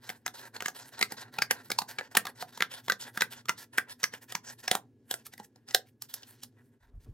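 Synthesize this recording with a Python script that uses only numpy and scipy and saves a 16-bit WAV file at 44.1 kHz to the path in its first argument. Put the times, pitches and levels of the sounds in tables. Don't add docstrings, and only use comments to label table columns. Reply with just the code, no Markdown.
import sys
import numpy as np
from scipy import signal
from scipy.fft import rfft, irfft
from scipy.io import wavfile
from scipy.ndimage import uniform_filter1d

SR = 44100
rng = np.random.default_rng(int(sys.argv[2]) if len(sys.argv) > 2 else 0)


def dump_mix(stems):
    frames = np.atleast_2d(stems).T
    limited = np.clip(frames, -1, 1)
    pcm = np.round(limited * 32767).astype(np.int16)
    wavfile.write(sys.argv[1], SR, pcm)


N = 314433
LEFT_RIGHT = np.array([[1], [-1]])


def undb(db):
    return 10 ** (np.asarray(db) / 20)


def at_rms(x, db):
    return x * undb(db) / np.sqrt(np.mean(x ** 2))


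def at_peak(x, db):
    return x * undb(db) / np.sqrt(2 * uniform_filter1d(x ** 2, int(.003 * SR)).max())


def along(table, hz):
    freqs, values = np.transpose(table)
    return np.interp(np.log(hz + 1), np.log(freqs + 1), values)


def colour(x, table):
    hz = np.fft.rfftfreq(x.shape[-1], 1 / SR)
    return irfft(rfft(x) * undb(along(table, hz)), x.shape[-1])


def mode(hz, centre_hz, t60_s):
    pole = np.log(1000) / max(t60_s, .002) + 2j * np.pi * hz
    return SR * pole / (pole ** 2 + (2 * np.pi * centre_hz) ** 2)


def drift(rate_hz):
    hold = int(SR / rate_hz)
    steps = np.repeat(rng.standard_normal(N // hold + 1), hold)
    return 1.3 * uniform_filter1d(uniform_filter1d(steps, hold), hold)[:N]


# frequency in Hz, RMS level in dB before the fader.
HUM_TONES = [(59, -96), (118, -71), (240, -71.5), (1685, -85)]
# frequency in Hz, relative level in dB.
AIR_SPECTRUM = [(24, -62), (40, -39.5), (81, -21.5), (118, -2), (180, -27), (243, -5.5), (312, -18.5),
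                (422, -17), (630, -35.5), (1720, -51), (2050, -47), (16000, -61.5)]
# time in seconds, hum and air gain in dB,
# mount rumble in dB, mount creak in dB.
FADERS = [(6.774, -8, -93.5, -100), (6.794, -24, -76.5, -93), (6.83, -24, -64, -91),
          (6.925, -7.5, -66.5, -79), (6.954, -14.5, -46.5, -73), (6.984, -12, -51, -81),
          (7.05, -13.5, -61, -84.5), (7.066, 0.5, -57, -65), (7.095, 0.5, -43.5, -87),
          (7.13, -14, -50, -75)]


def fader(column):
    points = np.array(FADERS)
    return undb(np.interp(np.arange(N) / SR, points[:, 0], points[:, column]))


def hum_and_air():
    t = np.arange(N) / SR
    hum = sum(np.sqrt(2) * undb(db) * np.sin(2 * np.pi * hz * t + .66 * drift(8)) for hz, db in HUM_TONES)
    mid, side = colour(rng.standard_normal((2, N)), AIR_SPECTRUM)
    air = at_rms(mid + undb(-20) * side * LEFT_RIGHT, -54) * undb(1.5 * drift(2.7))
    return (hum + air) * fader(1)


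def stick_slip(ticks_per_s=2200, spread_db=3.5, smooth_share=1.1):
    hits = rng.random(N) < ticks_per_s / SR
    sizes = undb(spread_db * np.minimum(rng.exponential(size=N), 4))
    ticks = at_rms(hits * sizes * rng.standard_normal(N), 0)
    friction = ticks + smooth_share * rng.standard_normal(N)
    return rfft(friction * undb(1.8 * drift(110) + 1.8 * drift(40)))


# frequency in Hz, relative level in dB.
CRUNCH_SPECTRUM = [(1200, -21.5), (2300, -15.5), (3000, -5), (3900, -4.5), (5200, -3), (6500, -8),
                   (9000, -22)]
CRACK_SPECTRUM = [(4000, -27.5), (6500, -3), (8200, 2.5), (10000, 4.5), (12800, 5), (15500, -5)]


def fibre_hiss(friction, hz, crack_db=-10.5, patchy_db=4.5):
    centres_hz = 2500 * 1.6 ** np.arange(5)[:, None]
    bands = np.exp(-(np.log2((hz + 1) / centres_hz) / .45) ** 2)
    bands /= bands.sum(axis=0) + 1e-3
    bright = friction * (undb(along(CRUNCH_SPECTRUM, hz)) + undb(along(CRACK_SPECTRUM, hz) + crack_db))
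    return at_rms(sum(undb(patchy_db * drift(35)) * irfft(bright * band, N) for band in bands), 0)


# frequency in Hz, relative level in dB, nominal T60 in seconds.
SHEET_MODES = [(197, -6, 0.036), (315, -15.5, 0.015), (495, -7, 0.017), (784.3, -6.5, 0.037),
               (998, -4.5, 0.023), (1273, -5, 0.022), (1387, -4.5, 0.032), (1618, -3.5, 0.053),
               (1793, -1, 0.018), (1991, -8.5, 0.061), (2020, -1, 0.0016)]


def sheet_rasp(friction, hz, t60_scale=.39):
    sheet = sum((-1) ** k * undb(db) * mode(hz, mode_hz, t60_scale * t60_s)
                for k, (mode_hz, db, t60_s) in enumerate(SHEET_MODES[2:]))
    return at_rms(irfft(friction * sheet / (1 + (hz / 3200) ** 4), N), 0)


# start in seconds, length in seconds, rasp level in dB, hiss in dB re rasp.
STROKES = [(0.025, 0.15, -63.5, 0), (0.345, 0.07, -55.5, 3.5), (0.416, 0.064, -54, -3),
           (0.543, 0.038, -50.5, -7), (0.603, 0.1, -61.5, 6), (0.75, 0.029, -53.5, 5),
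           (0.79, 0.041, -55, 0), (0.84, 0.055, -62.5, 1.5), (0.926, 0.035, -56, -1.5),
           (0.977, 0.075, -52.5, -0.5), (1.104, 0.042, -54, 0), (1.174, 0.06, -51.5, 5),
           (1.219, 0.076, -59.5, -9), (1.335, 0.075, -56, -5.5), (1.522, 0.1, -55.5, -8.5),
           (1.638, 0.048, -65, 6), (1.73, 0.046, -66, -3), (1.888, 0.033, -50.5, 2),
           (1.914, 0.066, -61, -4), (2.032, 0.045, -58.5, -4), (2.114, 0.019, -59, 1.5),
           (2.28, 0.025, -54, -9), (2.359, 0.076, -63, -1), (2.411, 0.015, -53, 4), (2.482, 0.025, -64, 2),
           (2.526, 0.14, -65, 1.5), (2.709, 0.044, -53, 6.5), (2.766, 0.038, -53.5, -2),
           (2.841, 0.028, -71, 13), (3.003, 0.04, -55, 7.5), (3.054, 0.047, -56, -5),
           (3.151, 0.065, -57.5, 1.5), (3.313, 0.027, -52, 5.5), (3.346, 0.067, -59, 2),
           (3.584, 0.061, -61, 8), (3.736, 0.045, -56, -0.5), (3.874, 0.018, -58, -20),
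           (3.897, 0.033, -54, 9.5), (4.002, 0.059, -64.5, 5), (4.127, 0.056, -57.5, 1),
           (4.221, 0.021, -58, 2.5), (4.288, 0.049, -62, 7.5), (4.447, 0.089, -56.5, 5.5),
           (4.589, 0.027, -65, 11), (4.634, 0.027, -53.5, 4.5), (4.73, 0.047, -45.5, -3.5),
           (5.106, 0.033, -55.5, 7), (5.175, 0.047, -69.5, 2), (5.26, 0.014, -66.5, 14.5),
           (5.325, 0.013, -59.5, 5), (5.394, 0.019, -61, -3), (5.435, 0.021, -71, 14),
           (5.559, 0.031, -83.5, -8), (5.682, 0.05, -59, 5), (5.866, 0.027, -82.5, 15),
           (6.015, 0.044, -75, 10.5), (6.092, 0.063, -69, 13.5), (6.15, 0.098, -67.5, 5.5),
           (6.253, 0.15, -71, 5), (6.423, 0.03, -71.5, 14.5), (6.575, 0.046, -69, -14),
           (6.72, 0.036, -84, -1), (6.81, 0.09, -77, -8), (7.002, 0.047, -83, 8)]
# time in seconds, pitch in Hz.
STRIP_PITCH = [(0, 3930), (1.6, 4030), (2.1, 4700), (2.7, 3380), (3.45, 3430), (3.55, 1730), (4.9, 1770),
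               (5.1, 2900), (5.4, 1826), (5.8, 1850), (6.0, 2780), (6.3, 4500), (6.55, 1600), (6.8, 3750),
               (7.0, 2280)]


def blade_scrapes(rise_s=.0051, fade_s=.0046, swell_db=3.2, sag_db=-5, sing_db=-14.5):
    t, hz = np.arange(N) / SR, np.fft.rfftfreq(N, 1 / SR)
    friction = stick_slip()
    rasp, hiss, slip = sheet_rasp(friction, hz), fibre_hiss(friction, hz), irfft(friction, N)
    out = np.zeros(N)
    for start_s, length_s, rasp_db, bright_db in STROKES:
        span = slice(max(int((start_s - .05) * SR), 0), int((start_s + length_s + .1) * SR))
        age_s = t[span] - start_s
        gate = np.exp(np.minimum(age_s, 0) / rise_s - np.maximum(age_s - length_s, 0) / fade_s)
        progress = np.clip(age_s / length_s, 0, 1)
        pressure = undb(swell_db * np.sin(np.pi * progress) + sag_db * (progress - .5))
        hiss_db = rasp_db + bright_db
        strip = signal.iirpeak(np.interp(start_s, *np.transpose(STRIP_PITCH)), Q=9, fs=SR)
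        sing = at_rms(signal.lfilter(*strip, slip[span]), max(rasp_db, hiss_db) + sing_db)
        out[span] += gate * pressure * (undb(rasp_db) * rasp[span] + undb(hiss_db) * hiss[span] + sing)
    shifting_fingers = (rasp + hiss) * undb(-89 + 6 * drift(14))
    return out + shifting_fingers


def fibre_burst(ms, strain_ms=.9, tear_ms=1.69, creak_ms=4, fray_ms=7.6, grit_db=15.5):
    before = np.exp(-abs(ms) / strain_ms) + undb(-24) * np.exp(-abs(ms) / creak_ms)
    after = np.exp(-abs(ms) / tear_ms) + undb(-20.5) * np.exp(-abs(ms) / fray_ms)
    noise, roughness = rng.standard_normal((2, len(ms)))
    grit = undb(grit_db * uniform_filter1d(roughness, size=9))
    return rfft(noise * grit * np.where(ms < 0, before, after))


# time in seconds, ring level in dB, ring pitch in Hz, crunch in dB re ring,
# crunch pitch in Hz, crack in dB re ring, bass in dB re ring.
BITES = [(0.0925, -32, 2080, -4, 3040, -1.5, -8.5), (0.1009, -31.5, 1700, -8, 3500, -8, -11),
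         (0.264, -25.5, 1860, -1, 6400, -8, -18.5), (0.2791, -33, 1410, -1.5, 3560, -5, -9),
         (0.5653, -40, 1740, 5, 4300, -11, -2.5), (0.6061, -29, 1720, -11, 3100, -25, -14),
         (0.6235, -30.5, 1420, -8, 6500, -5, -5.5), (0.6597, -22, 2040, -8.5, 6700, -9, -20),
         (0.6832, -29, 1110, -1, 6500, -6, -9.5), (0.9927, -39.5, 930, 0, 4100, 4.5, -10),
         (1.0129, -22.5, 2070, -6.5, 2900, -6, -10.5), (1.0276, -15.5, 2170, -4, 3970, -9.5, -21),
         (1.122, -37, 1920, -0.5, 4440, 5, 2), (1.3873, -22.5, 2420, -14, 3830, -15, -5),
         (1.4218, -16.5, 2160, -2.5, 4880, -16.5, -21), (1.5108, -15.5, 1990, -16, 2820, -4, -11.5),
         (1.7035, -28.5, 1330, -2, 5200, -6, -4.5), (1.7174, -27, 2220, 3, 4270, -4.5, -8),
         (1.7881, -21, 950, 2, 4380, -3.5, -14.5), (1.82, -32, 930, -5, 3850, -7.5, -5.5),
         (1.9875, -26, 2270, -7.5, 4020, -23, -12.5), (1.9958, -34, 1650, -28, 2800, -23, -5.5),
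         (2.0109, -31, 1605, -34, 2900, -23, -4.5), (2.1524, -22.5, 910, -10.5, 2980, -12, -16),
         (2.171, -11.5, 1810, -8, 2950, -3, -17), (2.2541, -33, 1740, -6, 3600, -11, -2),
         (2.27, -30.5, 1260, -4.5, 3460, -15, -16), (2.426, -31, 915, -22, 5600, -10.5, -2),
         (2.5758, -39.5, 960, -2, 3300, -4, -6), (2.607, -20.5, 1740, -20, 3250, -24, -13.5),
         (2.623, -14.5, 1680, -5, 3320, -18.5, -24), (2.883, -29, 980, -4.5, 3300, -12, -8.5),
         (2.8995, -14, 1500, -13, 3620, -12.5, -20), (2.9216, -23, 1660, -2, 3620, -14, -10),
         (3.175, -23, 1630, -14, 3400, -16, -12.5), (3.2092, -22.5, 1630, -0.5, 3440, -10.5, -16.5),
         (3.2208, -14.5, 1560, -9.5, 3420, -8.5, -20), (3.4565, -46, 1370, -5, 2800, -3, -14),
         (3.486, -29, 1620, -4.5, 2800, -10, -23), (3.4941, -16.5, 1700, -6.5, 5940, -17.5, -22),
         (3.7775, -36.5, 1650, -1, 2780, 5, -7), (3.7829, -12.5, 1695, -19.5, 3050, -13.5, -18.5),
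         (4.0326, -32.5, 1740, 7.5, 5800, 3, -5), (4.0406, -17, 1640, 0, 5800, -10, -35),
         (4.1383, -33, 1540, -11.5, 5500, -11, -6.5), (4.3238, -37.5, 1780, 2, 3030, 1, -8),
         (4.3524, -23.5, 1600, -1.5, 5880, -11.5, -11), (4.6797, -24, 1680, 2, 5500, -14.5, -13),
         (4.7138, -19, 1750, 4, 3660, 0.5, -2), (4.7522, -25.5, 815, -0.5, 3230, 1, 0.5),
         (5.1118, -33.5, 1590, 8.5, 3420, 10, 0), (5.141, -31.5, 1560, -2.5, 5700, 3, -6),
         (5.2667, -47, 2300, -6, 3700, 7.5, -16), (5.3373, -44.5, 1980, -3, 3870, -4, -9),
         (5.379, -46.5, 1980, -6, 4540, -4, -19), (5.3997, -50, 850, 1, 3000, -4, 12.5),
         (5.5604, -61, 910, 5.5, 5370, 0, 4), (5.6877, -53.5, 1560, 11.5, 5270, 6.5, -3),
         (5.7094, -46, 1930, 8, 5100, -8.5, -9), (5.7478, -17, 1620, 6, 3660, -1, -6),
         (6.0219, -49, 1580, 13, 5340, 17, -15), (6.141, -46, 1620, 12.5, 5260, 18, -12),
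         (6.233, -62.5, 2790, 19.5, 2760, -10, -1), (6.4347, -58.5, 1150, 19.5, 5230, 21, 4)]
# time in seconds, centre in Hz.
BOOM_PITCH = [(0, 670), (2.6, 557), (3.5, 320), (4.1, 529), (4.7, 680), (5.2, 603), (5.75, 776),
              (6.5, 418.6)]


def blade_bites(reach_oct=.82, split_hz=900, scatter_db=5, detune=.034, flap_db=11, ping_db=-17.5):
    size, lead = 8192, 1024
    ms, hz = (np.arange(size) - lead) * 1000 / SR, np.fft.rfftfreq(size, 1 / SR)
    modes_hz = np.array(SHEET_MODES)[:, 0]
    out = np.zeros(N + size)
    for time_s, ring_db, ring_hz, crunch_db, crunch_hz, crack_db, bass_db in BITES:
        burst = fibre_burst(ms)
        jitter = rng.standard_normal((2, len(SHEET_MODES)))
        modes = np.array([undb(db + scatter_db * louder) * mode(hz, mode_hz * (1 + detune * sharp), t60_s)
                          for (mode_hz, db, t60_s), louder, sharp in zip(SHEET_MODES, *jitter)])
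        boom_hz = np.interp(time_s, *np.transpose(BOOM_PITCH))
        ring_weights = (modes_hz > split_hz) / (1 + (np.log2(modes_hz / ring_hz) / reach_oct) ** 2)
        bass_weights = (modes_hz <= split_hz) / (1 + (np.log2(modes_hz / boom_hz) / reach_oct) ** 2)
        ring = ring_weights @ modes + undb(flap_db) * mode(hz, ring_hz, t60_s=.011)
        bass = bass_weights @ modes / (1 + (hz / 1100) ** 4)
        ping = undb(ping_db) * mode(hz, crunch_hz, t60_s=.006)
        crunch = undb(along(CRUNCH_SPECTRUM, hz)) * (1 + ping)
        crack = undb(along(CRACK_SPECTRUM, hz))
        first = int(time_s * SR) - lead
        for db, response in (0, ring), (bass_db, bass), (crunch_db, crunch), (crack_db, crack):
            out[first:first + size] += at_peak(irfft(burst * response, size), ring_db + db)
    return out[:N]


def phone_mount():
    mid, side, noise = rng.standard_normal((3, N))
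    rumble = colour(mid + .08 * side * LEFT_RIGHT,
                    [(15, -25.5), (35, 11), (70, 6.5), (150, -.5), (400, -54.5)])
    creak = colour(noise, [(100, -9.5), (250, -3.5), (600, -3.5), (1500, -12.5), (4000, -41)])
    return at_rms(rumble, 0) * fader(2) + at_rms(creak, 0) * fader(3)


# frequency in Hz, T60 in seconds.
ROOM_T60 = [(200, 0.27), (1000, 0.15), (4000, 0.13), (15000, 0.093)]
# frequency in Hz, gain in dB.
ROOM_GAIN = [(200, -15.5), (1000, -12), (2500, -16.5), (6000, -13.5), (15000, -9)]


def room_echo(x, mono_below_hz=2500, onset_s=.002):
    t, tail = np.arange(SR // 4) / SR, 0
    for hz in 180 * 2. ** np.arange(7):
        octave = signal.butter(2, [hz / np.sqrt(2), hz * np.sqrt(2)], "band", fs=SR, output="sos")
        decay = undb(-60 * t / along(ROOM_T60, hz))
        mid, side = signal.sosfilt(octave, rng.standard_normal((2, len(t)))) * decay
        tail = tail + mid + side * LEFT_RIGHT * hz / (hz + mono_below_hz)
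    tail *= 1 - np.exp(-t / onset_s)
    tail = colour(tail / np.sqrt(np.sum(tail ** 2) / 2), ROOM_GAIN)
    return signal.fftconvolve(x[None], tail, axes=1)[:, :N]


# frequency in Hz, left lead in radians.
PORT_LEAD = [(100, .1), (500, .25), (1200, .65), (1700, .95), (3400, 0.95), (5000, 1.05), (8300, 1.17),
             (10000, 2.8), (12500, 1.8), (16000, 2.4)]
# frequency in Hz, left minus right in dB.
PORT_BALANCE = [(100, -3), (700, -2), (1300, -3.5), (2400, 2.5), (4400, -0.5), (8000, -1.5), (15000, -3.5)]


def microphone_ports(x, wander_share=.37, wander_hz=25):
    hz = np.fft.rfftfreq(N, 1 / SR)
    phase = .5j * along(PORT_LEAD, hz) * LEFT_RIGHT
    heard = rfft(x) * undb(along(PORT_BALANCE, hz) / 2 * LEFT_RIGHT) * np.exp(phase)
    return irfft(heard, N) + wander_share * drift(wander_hz) * irfft(heard * phase, N)


def scene():
    low_cut = signal.butter(2, 130, "high", fs=SR, output="sos")
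    cutting = signal.sosfilt(low_cut, blade_bites() + blade_scrapes())
    return microphone_ports(cutting + room_echo(cutting)) + hum_and_air() + phone_mount()


def record(dry, top_hz=16100):
    return signal.sosfilt(signal.ellip(10, .2, 80, top_hz, fs=SR, output="sos"), np.tanh(dry))


dry = scene()
out = record(dry)
dump_mix(out)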